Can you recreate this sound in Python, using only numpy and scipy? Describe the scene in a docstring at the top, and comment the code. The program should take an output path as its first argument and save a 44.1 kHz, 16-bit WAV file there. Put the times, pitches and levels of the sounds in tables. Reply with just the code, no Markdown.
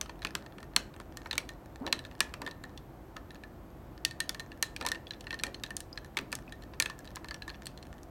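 """Dry cracks of a spoon and ice cubes in a full glass tumbler are heard first, in a small kitchen.
Each knock sums bursts of band-passed noise, a brief note of ice or spoon, and damped modes of spoon and wall.
Rising sine bubbles make the drink gulp and drip; short touches of a few modes make the cubes tick.
Decaying echoes answer from the room, over shaped noise and the narrow hum of an appliance."""
import sys
import numpy as np
from scipy import signal
from scipy.fft import rfft, irfft
from scipy.io import wavfile

SR = 44100
rng = np.random.default_rng(int(sys.argv[2]) if len(sys.argv) > 2 else 0)


def persist_wave(psi):
    """Save psi, clipped to +-1, as 16-bit WAV."""
    counts = np.round(np.clip(psi, -1, 1) * 32767).astype(np.int16)
    wavfile.write(sys.argv[1], SR, np.atleast_2d(counts).T)


N = 357210

# Clear knocks of spoon, ice and glass. Each row: start in seconds, level in dB, then thud (weight),
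# crack (hardness) and ring of the wall, each in dB relative to the level, and note of ice or spoon in Hz.
KNOCKS = [(0.0121, -28.5, -2.5, 1.5, -35, 6050), (0.0587, -42, -4, -16, -17, 1280),
          (0.0944, -37, 1, -15, -12, 980), (0.2195, -43, 1, -6, -2, 4220),
          (0.2272, -40.5, 2, -13, -17, 3870), (0.2485, -24, 1, -10, -11, 2510),
          (0.2691, -35, -8, -9, -22, 2510), (0.3516, -24.5, -3, -3, -32, 1615),
          (0.4622, -45.5, -1, -10, -9, 950), (0.5827, -44.5, 7, -11, -7.5, 2740),
          (0.6289, -45, 7, -4, -8, 1280), (0.7627, -14, -7, -2.5, -41, 4250),
          (0.9395, -51, 9, -8, -19, 3720), (1, -44.5, 12, -2.5, -27, 1290),
          (1.1711, -40, -3, 4.5, -2.5, 1190), (1.2586, -40, 10, -16, -10, 930),
          (1.3108, -25, -14, -13, -11, 4070), (1.3292, -27.5, -4, -10, -23, 3680),
          (1.354, -42, 7, 0, -18, 3840), (1.3792, -21, -5, -1.5, -28, 2270),
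          (1.4904, -37.5, -4.5, -2.5, -7, 4040), (1.865, -31, -4, -8.5, -12, 4000),
          (1.8758, -29, -9, -24, -11.5, 960), (1.9263, -16.5, -8, -7.5, -17.5, 4070),
          (1.991, -36, -15, -8, -10, 3920), (2.0503, -40, -4.5, -10, -5.5, 3710),
          (2.1121, -46, 0, -12, -9, 895), (2.2049, -17, -3, -1, -9, 2460),
          (2.3389, -34, 3, -6.5, -18, 2530), (2.4175, -36, 7, -3.5, -6, 920),
          (2.4638, -34.5, -15, -9, -4, 3600), (2.475, -33, -1, -16, -8, 990),
          (2.5112, -40, -12, -7, -9, 4030), (2.638, -42.5, 7, -3, 1, 3900),
          (2.7756, -39.5, -19.5, -7.5, -17, 3500), (3.1659, -37.5, 4.5, -7.5, -6, 1210),
          (3.306, -44, -17, -11, -5.5, 3900), (3.355, -48, -5, -13, -6.5, 2560),
          (3.436, -46.5, -7, -8, 3, 2450), (4.0497, -17.5, -27, -2.5, -18.5, 4470),
          (4.1099, -37, -26, -5.5, -4, 4540), (4.2029, -22, -15, -1.5, -6, 4030),
          (4.293, -27.5, -5.5, 3.5, -16, 3450), (4.3459, -36.5, 0, -5, -7, 4260),
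          (4.396, -35.5, -9, -3, -5.5, 4070), (4.4022, -40.5, 2, -2, -4, 4100),
          (4.5178, -41.5, -19, -15, -4, 2750), (4.626, -20, -7, 2.5, -10.5, 4080),
          (4.7633, -32, -24, -6, -13, 2450), (4.811, -30, 4, -9.5, -13, 2460),
          (4.8247, -40, -10, -7, -3, 3950), (4.8503, -36, -5, -5, -2, 945),
          (4.864, -25.5, -2, 1.5, -16, 1000), (4.871, -29.5, -3, -7, -11, 1010),
          (4.8868, -32.5, -22, 3, -9, 4200), (4.917, -25.5, -27, -2.5, -1.5, 1650),
          (4.947, -37, -8, -14, -16, 2680), (4.9551, -40.5, -4, -14, -3, 2780),
          (5.069, -38, -33, -27, -27, 3380), (5.1077, -29, -30, -19.5, -11, 4040),
          (5.135, -40, -19, -21, -29, 3560), (5.2081, -40, -29, -2.5, -19, 4430),
          (5.2685, -37, -1, -16, -1.5, 2730), (5.3064, -28.5, -15, -16, -8.5, 2640),
          (5.328, -36, 5, -14, -2, 4140), (5.3425, -38, -2, -5.5, -0.5, 4230),
          (5.39, -39, -19, -8, -13, 4180), (5.3968, -35.5, -17, -13, -7, 4260),
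          (5.4356, -23, -2, -1, -12, 2390), (5.4662, -38, -13, -4, -5, 4260),
          (5.5442, -32, -28, -15, -24, 4240), (5.636, -28, -9.5, -5.5, -14.5, 3760),
          (5.6627, -44, -7, -6, -4, 4100), (5.7056, -43, 7, 1.5, 4, 2910),
          (5.767, -35, -27, 9.5, -20, 9130), (5.804, -38.5, -27, 5.5, -12, 3950),
          (5.975, -32, -7, -15.5, -8.5, 4120), (6.046, -52, -4, 3, 4, 980),
          (6.17, -23, -2, -9.5, -15, 2240), (6.1748, -31.5, -2, -5, -12, 3650),
          (6.1878, -27, -5.5, -9.5, -15, 2520), (6.3181, -43.5, -14, 4, -15, 2660),
          (6.327, -30, 3.5, -0.5, -6.5, 2550), (6.3523, -37.5, -17, 8.5, -18, 6400),
          (6.523, -40.5, -18.5, -4.5, -1.5, 3900), (6.6227, -49, -6.5, -14, -4, 4180),
          (6.7359, -41.5, -3, -26, -18, 1000), (6.8, -20, -4.5, 3.5, -9.5, 2360),
          (6.823, -25.5, -7.5, 1.5, -9, 4070), (6.8586, -26.5, -3, -7.5, -11, 2560),
          (6.8988, -33, -13, -10, -6, 1080), (6.9903, -57.5, -4, 15, 7, 7200),
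          (7.0529, -48.5, -11, -5, -14, 4800), (7.0748, -41.5, -20, -12, -11.5, 3900),
          (7.158, -46, -16, 12.5, 0, 4200), (7.1675, -34.5, 0, -25, -18, 1010),
          (7.2443, -40.5, 6, -7, -8.5, 950), (7.285, -38, -10, -6.5, -4, 4100),
          (7.3092, -34, 1, -11, -3.5, 4570), (7.343, -35.5, -9, -7, -10, 5640),
          (7.421, -34.5, -24, -15, -10.5, 4060), (7.4787, -41, 5, -2, 4, 1030),
          (7.4934, -38, -10.5, -17, -11, 4130), (7.5003, -38.5, -3, -11, -12, 4280),
          (7.5437, -47, 2, -24, -7, 3400), (7.657, -44.5, -14, 6, -32, 4300),
          (7.6678, -31.5, -17, -2, -15.5, 4380), (7.7752, -43.5, -21, -6.5, -18, 4120),
          (7.827, -43.5, -18, -7, -22, 4220), (8.0317, -60, -14, 14, -10, 11100)]
# Wall modes of a full tumbler, in close pairs that beat.
# Each row: nominal frequency in Hz, nominal level in dB, nominal t60 in seconds.
GLASS_MODES = [(1777.4, 7, 0.044), (1839, -6.5, 0.086), (4200, -14, .035), (4176, -15, .04)]


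def gain_of(db):
    """Level law: converts decibels to amplitude."""
    return 10 ** (np.asarray(db) / 20)


def evened(x):
    """Power normalisation: scales to rms 1."""
    return x / np.sqrt(np.mean(x ** 2) + 1e-20)


def as_blow(x):
    """Energy normalisation: scales to the energy of one millisecond at rms 1."""
    return x * np.sqrt(SR / 1000 / (np.sum(x ** 2) + 1e-20))


def read(points, hz):
    """Logarithmic pitch scale: interpolates a spectrum along log frequency."""
    f, value = np.transpose(points)
    return np.interp(np.log(hz + 1), np.log(f), value)


def add(mix, s, sound):
    """Superposition: mixes a sound in at s seconds."""
    part = mix[max(round(s * SR), 0):][:len(sound)]
    part += sound[:len(part)]


def dying(t, t60):
    """Free decay: exponential, 60 dB down after t60."""
    return np.exp(-np.log(1000) * t / t60)


def band(x, low_hz, high_hz, order=5):
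    """Causal band-pass: nothing sounds before its cause, so attacks stay sharp."""
    edges = [low_hz, min(high_hz, SR / 2 - 100)]
    band_pass = signal.butter(order, edges, "band", fs=SR, output="sos")
    return signal.sosfilt(band_pass, x)


def background(floor_db=-49.5):
    """Stationary noise: a shaped floor, with narrow bands of noise as the wavering lines of an appliance."""
    # Room noise and hiss. Each row: frequency in Hz, relative spectral density in dB per Hz.
    floor = [(20, -24.5), (48, 2), (90, -3.5), (200, -8), (340, -7), (450, -15.5), (650, -13), (1500, -25),
             (2600, -35), (5000, -42), (9000, -45), (10300, -48), (12000, -43), (15500, -43.5)]
    # Appliance hum and a thin whine. Each row: frequency in Hz, width in Hz, rms level in dB.
    hum = [(48.3, 7.5, -64.5), (135.95, 5, -63.5), (330.3, 5.1, -66), (501, 2.2, -70), (720, 5.4, -72.5),
           (12710, 200, -80)]
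    hz = np.fft.rfftfreq(N, 1 / SR)
    noise = evened(irfft(rfft(rng.standard_normal(N)) * gain_of(read(floor, hz)), N))
    lines = sum(gain_of(db) * evened(np.exp(-2 * ((hz - f) / width) ** 2)) for f, width, db in hum)
    appliance = irfft(rfft(rng.standard_normal(N)) * lines, N)
    return gain_of(floor_db) * noise + appliance


def room_echo(first_s=0.00057, early_db=-17, early_t60=0.13):
    """Reverberation: sparse echoes from counter and jars, and a diffuse tail with a decay set by pitch."""
    # Reverberation of the kitchen. Each row: frequency in Hz, t60 in seconds.
    reverberation = [(400, 0.64), (1500, 0.31), (4000, 0.26), (9000, 0.29), (15000, .13)]
    # Share of each pitch that the room sends back. Each row: frequency in Hz, level in dB.
    returned = [(300, -1.5), (3500, -16.5), (8000, -22), (14000, -20.5)]
    t = np.arange(SR // 2) / SR
    taps = rng.standard_normal((2, len(t))) * (t > first_s)
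    hz, at, spectra = signal.stft(taps[0], SR, nperseg=256)
    t60 = read(reverberation, hz)[:, None]
    # the root gives a slow and a fast decay the same energy
    start = gain_of(read(returned, hz))[:, None] * np.sqrt(2 * np.log(1000) / (t60 * SR))
    tail = signal.istft(spectra * start * dying(at, t60), SR, nperseg=256)[1][:len(t)]
    sparse = rng.random(len(t)) < 1500 / SR  # about 1500 echoes a second
    early = taps[1] * sparse * dying(t, early_t60)
    return tail + gain_of(early_db) * early / np.linalg.norm(early)


def kitchen(rings, count=3):
    """Directivity: knocks send a different spectrum towards each wall, so echoes blend into a smooth wash."""
    echoes = []
    for _ in range(count):
        sent = contacts(note_share=0.85) + rings
        echoes.append(signal.oaconvolve(sent, room_echo())[:N])
    return sum(echoes) / np.sqrt(count)


def bubble(hz, t60, rise, cycles=0.16):
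    """Bubble resonance: a pocket of air rings and rises in pitch as it nears the surface."""
    t = np.arange(0, t60, 1 / SR)
    phase = 2 * np.pi * np.cumsum(hz * 2 ** (rise * t)) / SR  # rise in octaves a second
    onset = 1 - np.exp(-t * hz / cycles)
    return np.sin(phase) * dying(t, t60) * onset


def drink(ring_cycles=16, rise=4, count=40):
    """Bubble resonance: a few clear bubbles, and clouds of small ones where the spoon drags ice under."""
    # Single bubbles. Each row: start in seconds, starting frequency in Hz, level before decay in dB,
    # t60 in seconds, rise in octaves a second.
    bubbles = [(1.812, 236.5, -33, 0.14, 10.7), (1.856, 328, -34.5, 0.21, 1.1), (2.439, 302, -46, .16, .5),
               (3.163, 1250, -41, 0.063, 2.1), (4.849, 936, -31, 0.061, 6.2),
               (5.929, 4860, -34.5, 0.017, 20), (6.479, 2520, -42.5, 0.03, 1.8)]
    # Swirls of the drink. 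Each row: start in seconds, length in seconds, rms level over that length in dB,
    # lowest and highest starting frequency in Hz.
    swirls = [(1.805, .095, -46, 407, 1376), (1.858, .18, -64, 255, 900), (2.381, 0.13, -52, 262, 1190),
              (4.794, 0.13, -51, 395, 1530), (5.427, 0.07, -51, 280, 1040), (6.164, 0.066, -50, 176, 670)]
    out = np.zeros(N)
    for s, hz, db, t60, glide in bubbles:
        add(out, s, gain_of(db) * bubble(hz, t60, glide))
    for s, length, db, low_hz, high_hz in swirls:
        cloud = np.zeros(SR // 2)
        for when, size in zip(rng.beta(2, 2, count), rng.random(count)):  # each cloud swells and fades
            hz = low_hz * (high_hz / low_hz) ** size
            add(cloud, when * length, bubble(hz, ring_cycles / hz, rise))
        add(out, s, gain_of(db) * cloud * np.sqrt(length * SR / np.sum(cloud ** 2)))
    return out


def tick(middle_hz=3600, width=.6, tick_t60=0.006, wall_db=-12):
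    """Modal excitation: a light touch of a cube rouses a few brief modes of ice and a trace of the wall."""
    t = np.arange(2048) / SR
    wall = sum(gain_of(db) * dying(t, t60) * np.sin(2 * np.pi * hz * t) for hz, db, t60 in GLASS_MODES)
    ice_hz = np.exp(rng.normal(np.log(middle_hz), width, (8, 1))).clip(800, 15000)
    ice = np.sin(2 * np.pi * ice_hz * t).sum(0) * dying(t, tick_t60)
    return as_blow(ice) + gain_of(wall_db) * wall


def jostling(tick_db=-57, spread_db=6.5):
    """Random point process: floating cubes touch each other and the wall in faint ticks."""
    # Jostling while the spoon moves. Each row: time in seconds, mean rate in ticks a second.
    jostle = [(0, 28), (2.5, 24), (2.9, 1.5), (4.05, .7), (4.4, 13), (4.9, 28), (6.3, 20), (7.5, 34),
              (8.1, 8.9)]
    rate, out = np.interp(np.arange(N) / SR, *np.transpose(jostle)), np.zeros(N)
    for at in np.flatnonzero(rng.random(N) < rate / SR):
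        level_db = tick_db + spread_db * min(rng.normal(), 2)
        add(out, at / SR, gain_of(level_db) * tick())
    return out


def rebounds(growth=0.35, from_s=0.0044, to_s=0.015, rebound_db=-50, ordinary_knock_db=-29):
    """Rebound: after each knock the cube touches once more, a little harder after a hard one."""
    out = np.zeros(N)
    for s, db, *_ in KNOCKS:
        delay = from_s + (to_s - from_s) * rng.random()
        level_db = rebound_db + growth * (db - ordinary_knock_db)
        add(out, s + delay, gain_of(level_db) * tick())
    return out


def spoon(scatter_db=3):
    """Damped modes: the spoon rings briefly with each knock, each mode by chance a little more or less."""
    # Modes of the spoon. Each row: frequency in Hz, mean level in dB against the knock, t60 in seconds.
    spoon_modes = [(2600, -11.5, 0.02), (5630, -17.5, 0.029), (6320, -33, 0.14)]
    hz, mode_db, t60 = np.transpose(spoon_modes)[:, :, None]
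    t, out = np.arange(6000) / SR, np.zeros(N)
    modes = dying(t, t60) * np.sin(2 * np.pi * hz * t)
    for s, db, *_ in KNOCKS:
        strength, side = rng.standard_normal((2, len(spoon_modes), 1))
        gains = gain_of(db + mode_db + scatter_db * strength) * np.sign(side)
        add(out, s, (gains * modes).sum(0))
    return out


def glass(scatter_db=4, slosh=0.014, rise_s=0.0016, damping_db=1):
    """Damped modes: the wall rings after each knock, varied by the point of contact and the sloshing drink."""
    # The drink loads the wall and shifts its modes. Each row: time in seconds, factor on the frequencies.
    loading = [(0, 1), (1.5, 1.01), (2.05, 1), (3.4, 0.98), (4.05, 1.034), (4.4, 1.005), (4.9, 0.99),
               (5.35, 1.012), (5.7, .98), (6.8, 0.99), (7.3, 0.97)]
    hz, mode_db, t60 = np.transpose(GLASS_MODES)[:, :, None]
    t, out = np.arange(6000) / SR, np.zeros(N)
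    onset = 1 - np.exp(-t / rise_s)
    for s, db, _, _, ring, _ in KNOCKS:
        strength, detune, phase, damping = rng.standard_normal((4, len(GLASS_MODES), 1))
        tuned = hz * np.interp(s, *np.transpose(loading)) * (1 + slosh * detune)
        strength[0] = 0  # the lowest mode is driven from any point of the wall
        decay = dying(t, t60 * gain_of(damping_db * damping))
        modes = gain_of(mode_db + scatter_db * strength) * decay * np.sin(2 * np.pi * tuned * t + phase)
        add(out, s, gain_of(db + ring) * modes.sum(0) * onset)
    return out


def contacts(note_share=1, rise_s=0.00053, softening=0.3, note_t60=.016, top_db=-5, snap=3.8, snap_t60=0.004):
    """Impact excitation: each contact is dense, quickly dying vibration with one note standing out."""
    # Bands of the burst. Each row: low edge in Hz, high edge in Hz, t60 in seconds, trim in dB.
    contact_bands = [(175.4, 678, 0.067, -9.5), (855, 1546, 0.027, -4.5), (1530, 2840, 0.018, -4),
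                     (2820, 4796, 0.015, -1.5), (4950, 9180, 0.0086, -1.5), (9700, 12680, 0.011, -3.5),
                     (13440, 20000, 0.0028, -3.5)]
    # Where thud, level, crack, fizz and the very top lie in the spectrum. One column: frequency in Hz.
    colour_hz = [1000, 3100, 7000, 11500, 14500]
    fizz_db, note_db = -7, -1.5  # fizz against the crack, note against the level
    t, out = np.arange(1280) / SR, np.zeros(N)
    cracks = np.array(KNOCKS)[:, 3:4]
    onsets = 1 - np.exp(-t / (rise_s * gain_of(-softening * cracks)))  # dull, wet contacts build up more slowly
    strike = onsets * (1 + snap * dying(t, snap_t60))  # the first milliseconds carry the snap
    noise = rng.standard_normal((len(KNOCKS), len(contact_bands), len(t)))
    bursts = []
    for k, (low_hz, high_hz, t60, _) in enumerate(contact_bands):
        bursts.append(band(noise[:, k] * strike * dying(t, t60), low_hz, high_hz))
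    low, high, _, trim_db = np.transpose(contact_bands)
    for i, (s, db, thud, crack, _, note_hz) in enumerate(KNOCKS):
        fizz = crack + fizz_db
        colour = list(zip(colour_hz, [thud, 0, crack, fizz, fizz + top_db]))
        gains = gain_of(read(colour, np.sqrt(low * high)) + trim_db)
        burst = sum(gain * as_blow(part[i]) for gain, part in zip(gains, bursts))
        note = as_blow(onsets[i] * dying(t, note_t60) * np.sin(2 * np.pi * note_hz * t))
        add(out, s, gain_of(db) * (burst + note_share * gain_of(note_db) * note))
    return out


def scene():
    """Superposition: everything in the glass, the room's answer and its steady noise."""
    rings = glass() + spoon() + jostling() + rebounds() + drink()
    return (contacts() + rings + kitchen(rings) + background())[None]


def record(dry, edge_hz=16200):
    """Band limitation: a linear-phase low-pass removes the highest treble."""
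    low_pass = signal.firwin(255, edge_hz, window=("kaiser", 9), fs=SR)
    return signal.oaconvolve(dry, low_pass[None], "same")


dry = scene()
out = record(dry)
persist_wave(out)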